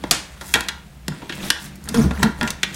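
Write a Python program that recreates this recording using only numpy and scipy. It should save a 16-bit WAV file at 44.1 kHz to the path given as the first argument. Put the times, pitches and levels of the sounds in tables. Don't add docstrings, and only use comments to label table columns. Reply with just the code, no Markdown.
import sys
import numpy as np
from scipy import signal
from scipy.fft import rfft, irfft, next_fast_len
from scipy.io import wavfile
from scipy.ndimage import uniform_filter1d

SR = 44100
rng = np.random.default_rng(int(sys.argv[2]) if len(sys.argv) > 2 else 0)


def generate_wav(signal):
    frames = np.transpose(np.atleast_2d(signal))
    scaled = np.clip(frames, -1, 1) * 32767
    pcm = np.round(scaled).astype(np.int16)
    wavfile.write(sys.argv[1], SR, pcm)


N = 121275
TAIL = 16384
TOP_HZ = 15900
ATTACK_S = 0.00032
ROOM_DB = -13.5


def amp(db):
    return 10 ** (np.asarray(db) / 20)


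def unit(x):
    return x / np.sqrt(np.mean(x ** 2) + 1e-20)


def along(points, hz):
    f, v = np.transpose(points)
    return np.interp(np.log(hz + 1), np.log(f + 1), v)


def curve(rows, axis=1, outside=None):
    rows = np.array(rows)
    return np.interp(np.arange(N) / SR, rows[:, 0], rows[:, axis], outside, outside)


def level(rows, axis=1):
    return amp(curve(rows, axis=axis, outside=-np.inf))


def filtered(x, response):
    m = next_fast_len(N + SR // 2)
    return irfft(rfft(x, m) * response(np.fft.rfftfreq(m, 1 / SR)), m)[:N]


def coloured(x, colour):
    return filtered(x, lambda hz: amp(along(colour, hz)))


def add(track, s, sound):
    part = track[round(s * SR):][:len(sound)]
    part += sound[:len(part)]


def resonator(f, hz, damping):
    return 1j * f * damping / (hz * hz - f * f + 1j * f * damping)


def ring(modes, spread_db):
    t = np.arange(TAIL) / SR
    out = np.zeros(TAIL)
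    for hz, db, t60 in modes:
        varied_db, sign = rng.standard_normal(2)
        decay = amp(db + spread_db * varied_db - 60 * t / t60)
        out += np.sign(sign) * decay * np.sin(2 * np.pi * hz * t)
    return out


def clusters(modes):
    t = np.arange(TAIL) / SR
    f = np.fft.rfftfreq(TAIL, 1 / SR)
    out = np.zeros(TAIL)
    for hz, width, db, t60 in modes:
        spectrum = rfft(rng.standard_normal(TAIL)) / (1 + (2 * (f - hz) / width) ** 2)
        tone = irfft(spectrum, TAIL)
        decay = amp(-60 * t / t60) * (1 - np.exp(-t / ATTACK_S))
        out += amp(db) * tone * decay * np.linalg.norm(decay) / np.linalg.norm(tone * decay)
    return out


# (frequency [Hz], width [Hz], relative level [dB], free t60 [s])
SHELL_MODES = [(925, 244, -3.5, 0.25), (1401, 58, -0.5, 0.19), (1655, 350, 3, 0.09), (1840, 74, 2.5, 0.057),
               (2686, 33, -12, 0.061), (3320, 190, 1, 0.023), (3753, 88, -12.5, .07)]


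def through_shell(x, resonance_db):
    resonances = np.zeros(len(x))
    for hz, width, _, _ in SHELL_MODES:
        resonances += signal.lfilter(*signal.iirpeak(hz, hz / width, fs=SR), x)
    out = x + amp(resonance_db) * resonances
    return out * np.linalg.norm(x) / np.linalg.norm(out)


# (lower edge [Hz], upper edge [Hz])
CONTACT_BANDS = [(120, 400), (560, 1250), (1450, 4100), (3700, 15000)]
BAND_DECAY_RATIOS = [2.38, 1.97, 1.3, 1.15]
TOP_ROLL_HZ, SOFT_DB_PER_OCTAVE = 8960, 15
CRACK_RESONANCE_DB = -1.5


def crack(band_dbs, t60, resonance_db=-np.inf):
    t = np.arange(TAIL) / SR
    out = np.zeros(TAIL)
    *_, presence_db, treble_db = band_dbs
    softness_db = min(treble_db - presence_db, 0)
    roll_hz = min(TOP_ROLL_HZ * 2 ** (softness_db / SOFT_DB_PER_OCTAVE), TOP_HZ)
    roll_off = signal.butter(2, roll_hz, fs=SR)
    for edges, db, ratio in zip(CONTACT_BANDS, band_dbs, BAND_DECAY_RATIOS):
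        decay = amp(-60 * t / (t60 * ratio)) * (1 - np.exp(-t / ATTACK_S))
        band = signal.butter(N=3, Wn=edges, btype="band", fs=SR, output="sos")
        burst = signal.sosfilt(band, rng.standard_normal(TAIL) * decay)
        burst = through_shell(signal.lfilter(*roll_off, burst), resonance_db)
        out += amp(db) * burst / np.sqrt(np.sum(burst ** 2) / (0.0027 * SR))
    return out


# (frequency [Hz], t60 [s])
ROOM_DECAY = [(150, 0.43), (800, 0.49), (2000, 0.4), (5500, .35), (10000, 0.31), (15000, 0.2)]
ROOM_DELAY_S, ROOM_DULL_HZ = 0.005, 8500


def echo(x):
    hz, t, z = signal.stft(rng.standard_normal(TAIL), SR, nperseg=256)
    dulling = 1 + (hz[:, None] / ROOM_DULL_HZ) ** 2
    decay = amp(-60 * t / along(ROOM_DECAY, hz)[:, None]) / dulling
    tail = signal.istft(z * decay, SR, nperseg=256)[1]
    tail = np.pad(tail / np.linalg.norm(tail), (round(ROOM_DELAY_S * SR), 0))
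    return signal.fftconvolve(x, tail)[:len(x)]


def in_room(x, room_db):
    return x + amp(room_db) * echo(x)


GRAINS_PER_S = 6500


def friction(colour, patchy_db, spread_db):
    chance, (sign, size) = rng.random(N), rng.standard_normal((2, N))
    grains = (chance < GRAINS_PER_S / SR) * sign * amp(spread_db * size)
    z = signal.stft(grains, nperseg=256)[2]
    patches = uniform_filter1d(rng.standard_normal(z.shape), size=6, axis=0)
    patches = uniform_filter1d(patches, size=4, axis=1)
    grains = signal.istft(z * amp(patchy_db * unit(patches)), nperseg=256)[1][:N]
    return unit(coloured(grains, colour))


# (frequency [Hz], relative level [dB])
FLOOR_COLOUR = [(15, -52), (25, -15), (41, -11), (64, 3), (102, -18), (149, -5), (236, -28.5), (641, -24.5),
                (15000, -42.5)]


def room_floor():
    return amp(-43) * unit(coloured(rng.standard_normal(N), FLOOR_COLOUR))


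# (time [s], level [dB])
SHAKE_LEVEL = [(0, -34.5), (.33, -58), (.5, -41), (.68, -48), (1.05, -50), (1.12, -30.5), (1.25, -49),
               (1.42, -34), (1.495, -33), (1.55, -57), (1.66, -38), (1.76, -41.5), (1.91, -35),
               (2.06, -12.5), (2.15, -45.5), (2.27, -16.5), (2.35, -42.5), (2.65, -44), (2.75, -32.5)]
# (frequency [Hz], width [Hz], relative level [dB])
SWAY_MODES = [(72.4, 4.6, -2.5), (143.7, 6.5, -1.5), (193.4, 7.8, 3), (286, 147, -14), (373, 34, -14),
              (452.5, 6.4, -19.5)]


def shake():
    def body(f):
        modes = sum((-1) ** k * amp(db) * resonator(f, hz, width)
                    for k, (hz, width, db) in enumerate(SWAY_MODES))
        return modes / (1 + (f / 700) ** 2)
    return unit(filtered(rng.standard_normal(N), body)) * level(SHAKE_LEVEL)


# (time [s], mode frequency [Hz], level [dB], t60 [s])
ROD_SHOVES = [(1.081, 149, -15.5, 0.2), (2.025, 69.35, -16.5, 1), (2.233, 187.6, -19, 0.24)]
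SWING_RISE_S = 0.016


def swing():
    out, t = np.zeros(N), np.arange(SR) / SR
    for s, hz, db, t60 in ROD_SHOVES:
        envelope = amp(db - 60 * t / t60) * (1 - np.exp(-t / SWING_RISE_S))
        add(out, s, envelope * np.sin(2 * np.pi * hz * t))
    return out


# (time [s], level [dB])
LIGHT_TOUCHES = [(.573, -28.5), (.587, -32), (1.121, -40), (1.562, -35), (1.875, -40), (2.198, -40),
                 (2.27, -36), (2.42, -31.5), (2.439, -28), (2.452, -29.5), (2.464, -39)]
CHATTER_DAMPING = 0.5


def chatter():
    out = np.zeros(N)
    damped = [(hz, width, db, t60 * CHATTER_DAMPING) for hz, width, db, t60 in SHELL_MODES]
    for s, db in LIGHT_TOUCHES:
        add(out, s, amp(db) * clusters(damped))
    return in_room(out, ROOM_DB)


# (time [s], level [dB])
SCRAPE_LEVEL = [(1.85, -42.5), (1.93, -39), (1.96, -29), (2.03, -26), (2.07, -38), (2.1, -48), (2.16, -37),
                (2.205, -32.5), (2.27, -32.5), (2.33, -56), (2.4, -39), (2.45, -34.5), (2.51, -36.5),
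                (2.6, -81)]
# (frequency [Hz], relative level [dB])
SCRAPE_SPECTRUM = [(150, 10), (400, -2), (750, -2), (1500, 1), (3000, -9), (6000, -8.5), (9500, -12),
                   (15000, -20.5)]
SLIP_DEPTH = 0.2


def foot_scrape():
    slip_phase = 2 * np.pi * np.cumsum(curve(BASE_JUDDER)) / SR
    slipping = 1 + SLIP_DEPTH * np.cos(slip_phase)
    grains = friction(SCRAPE_SPECTRUM, patchy_db=4.5, spread_db=3.5)
    return grains * level(SCRAPE_LEVEL) * unit(slipping)


# (frequency [Hz], relative level [dB], t60 [s])
FRAME_MODES = [(69.7, -32, 0.64), (148.1, -6, 0.37), (185, 1.5, 0.23), (229, 4.5, 0.15),
               (301.6, -5.5, 0.13), (366.4, -9, 0.11), (463.3, -6, 0.24), (607, -14, 0.17),
               (1008, -15, 0.12)]
# (time [s], slip rate [1/s], level [dB])
BASE_JUDDER = [(1.86, 205, -61), (1.90, 214, -26), (1.935, 265, -38), (1.965, 239, -18.5),
               (1.985, 224, -11), (2.003, 215, -12.5), (2.013, 240, -19), (2.035, 230, -25),
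               (2.08, 178, -21.5), (2.11, 140, -35), (2.165, 220, -41), (2.205, 199, -24.5),
               (2.225, 193, -32), (2.245, 225, -13.5), (2.30, 220, -26), (2.34, 230, -58),
               (2.405, 260, -68), (2.432, 239, -20), (2.46, 170, -24.5), (2.52, 260, -57)]
SLIP_SCATTER, SLIP_SIZE_DB = 0.03, 4.5
SLIP_SOFT_HZ = 450


def judder():
    rate = curve(BASE_JUDDER)
    at = np.flatnonzero(np.diff(np.floor(np.cumsum(rate) / SR)))
    late, size = rng.standard_normal((len(at), 2)).T
    at = np.clip(at + SLIP_SCATTER * late * SR / rate[at], 0, N - 1).astype(int)
    slips = np.bincount(at, amp(SLIP_SIZE_DB * size), N)

    def body(f):
        modes = sum((-1) ** k * amp(db) * resonator(f, hz, 2 * np.pi / t60)
                    for k, (hz, db, t60) in enumerate(FRAME_MODES))
        return modes / (1 + 1j * f / SLIP_SOFT_HZ)
    boom = filtered(slips, body)
    own_level = np.sqrt(np.abs(uniform_filter1d(boom ** 2, size=900)) + 1e-12)
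    return boom / own_level * level(BASE_JUDDER, axis=2)


# (time [s], thump [dB], middle [dB], presence [dB], treble [dB], contact t60 [s])
BASE_KNOCKS = [(1.943, -21, -27, -21.5, -21.5, 0.058), (2.109, -23, -23, -26.5, -36, 0.026),
               (2.229, -16, -14.5, -12.5, -14, 0.039), (2.411, -24, -26, -19, -27.5, 0.016),
               (2.429, -22.5, -33, -23.5, -26, 0.02)]
KNOCK_BASS_DB, KNOCK_FRAME_DB = -15, -3.5
KNOCK_SHELL_DB = -9


def knocks():
    out = np.zeros(N)
    for s, thump_db, middle_db, presence_db, treble_db, t60 in BASE_KNOCKS:
        bands = [thump_db + KNOCK_BASS_DB, middle_db, presence_db, treble_db]
        contact = crack(bands, t60, CRACK_RESONANCE_DB)
        frame = amp(thump_db + KNOCK_FRAME_DB) * ring(FRAME_MODES, spread_db=5.5)
        shell = amp(presence_db + KNOCK_SHELL_DB) * clusters(SHELL_MODES)
        add(out, s, in_room(contact + frame + shell, room_db=-15.0))
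    return out


# (time [s], level before spectral shaping [dB])
CABLE_TICKS = [(1.352, -33.5), (1.48, -33), (1.756, -38.5), (1.84, -36)]
# (frequency [Hz], relative level [dB])
EDGE_SPECTRUM = [(2000, -37), (5000, 1.5), (8000, 2.5), (11500, 1.5), (14000, -3.5)]
TICK_T60_S = 0.038


def ticks():
    out, t = np.zeros(N), np.arange(TAIL) / SR
    for s, db in CABLE_TICKS:
        add(out, s, amp(db - 60 * t / TICK_T60_S) * rng.standard_normal(TAIL))
    return in_room(coloured(out, EDGE_SPECTRUM), ROOM_DB)


# (peak time [s], rise [s], fall [s], level [dB])
FAST_PULLS = [(.495, 0.064, 0.11, -39), (1.45, 0.026, 0.054, -38), (1.64, 0.05, 0.037, -41.5)]


def pull_level():
    t = np.arange(N) / SR
    return sum(amp(db) * np.exp(-((t - s) / np.where(t < s, rise, fall)) ** 2)
               for s, rise, fall, db in FAST_PULLS)


# (time [s], level [dB])
SLIDE_LEVEL = [(0, -46), (.33, -48.5), (.48, -54), (.53, -48), (.6, -43), (.72, -54), (1.02, -61),
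               (1.15, -46.5), (1.27, -48), (1.38, -38.5), (1.445, -33.5), (1.5, -36.5), (1.58, -51.5),
               (1.64, -41.5), (1.72, -52.5), (2.58, -53.5), (2.7, -44), (2.75, -39.5)]
# (frequency [Hz], relative level [dB])
SLIDE_SPECTRUM = [(300, 8), (1000, 5), (1800, 8.5), (3500, 4), (5500, -1), (9000, -2), (14000, -11.5)]


def cable_hiss(pulling):
    slide = friction(SLIDE_SPECTRUM, patchy_db=3, spread_db=3.0) * level(SLIDE_LEVEL)
    whisper = friction(EDGE_SPECTRUM, patchy_db=2.5, spread_db=4.5) * pulling
    return slide + whisper


CATCHES_PER_S, RASP_DB = 400, -7


def cable_rasp(pulling):
    catches = (rng.random(N) < CATCHES_PER_S / SR) * rng.standard_normal(N)
    return amp(RASP_DB) * unit(through_shell(catches, resonance_db=20)) * pulling


# (frequency [Hz], width [Hz], relative level [dB], t60 [s])
DESK_MODES = [(232, 380, -1.5, 0.3), (743, 190, 1, 0.15), (1320, 950, 1, 0.21)]
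SLAP_S, SLAP_T60_S = 0.1104, 0.03
SLAP_BANDS_DB = [-31, -21.5, -12, -4.5]
SLAP_ROOM_DB, DESK_DB = -7.5, -24.5


def slap(count=5):
    out = np.zeros(N)
    direct = crack(SLAP_BANDS_DB, SLAP_T60_S)
    diffuse = sum(echo(crack(SLAP_BANDS_DB, SLAP_T60_S)) for _ in range(count)) / np.sqrt(count)
    board = amp(DESK_DB) * clusters(DESK_MODES)
    add(out, SLAP_S, direct + amp(SLAP_ROOM_DB) * diffuse + board)
    return out


# (time [s], bass [dB], middle [dB], presence [dB], treble [dB], contact t60 [s], shell ring [dB])
BASE_CLICKS = [(.038, -18, -21, -27.5, -35.5, 0.017, -33), (.410, -33, -30, -31, -31.5, 0.068, -33),
               (.539, -27, -36, -5.5, -8.5, 0.02, -17.5), (.546, -22, -48, -11.5, -26, 0.046, -24),
               (0.555, -17.5, -16, -18.5, -21.5, 0.025, -19), (.607, -30, -30, -22, -22, 0.01, -35),
               (.685, -32.5, -45, -15.5, -18.5, 0.028, -27), (1.081, -20, -29, -24.5, -21, 0.016, -37),
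               (1.219, -27.5, -30.5, -39, -50, 0.068, -49), (1.294, -24.5, -32, -21, -31.5, 0.057, -35),
               (1.323, -29, -52, -24.5, -33.5, 0.046, -44), (1.5024, -28.5, -43, -7.5, -8.5, 0.018, -37),
               (1.888, -52, -50, -60, -20.5, 0.027, -36), (2.475, -35, -32, -18.5, -24, 0.035, -53),
               (2.504, -51, -55, -27.5, -18, 0.021, -56), (2.631, -24, -26.5, -9, -15.5, 0.035, -43),
               (2.743, -30, -61, -50, -27, 0.084, -49)]
CLICK_RING_DB = -7.0


def clicks():
    out = np.zeros(N)
    for s, *bands, t60, ring_db in BASE_CLICKS:
        contact = crack(bands, t60, CRACK_RESONANCE_DB)
        shell = amp(ring_db + CLICK_RING_DB) * clusters(SHELL_MODES)
        add(out, s, in_room(contact + shell, ROOM_DB))
    return out


def scene():
    pulling = pull_level()
    rubbing = in_room(foot_scrape() + cable_hiss(pulling) + cable_rasp(pulling), room_db=-7.5)
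    background = room_floor() + shake() + swing() + chatter()
    base = judder() + knocks()
    cable = ticks() + slap() + clicks()
    return (background + base + rubbing + cable)[None]


def record(dry):
    clipped = dry[0] / (1 + dry[0] ** 4) ** .25
    return filtered(clipped, lambda hz: hz < TOP_HZ)[None]


dry = scene()
out = record(dry)
generate_wav(out)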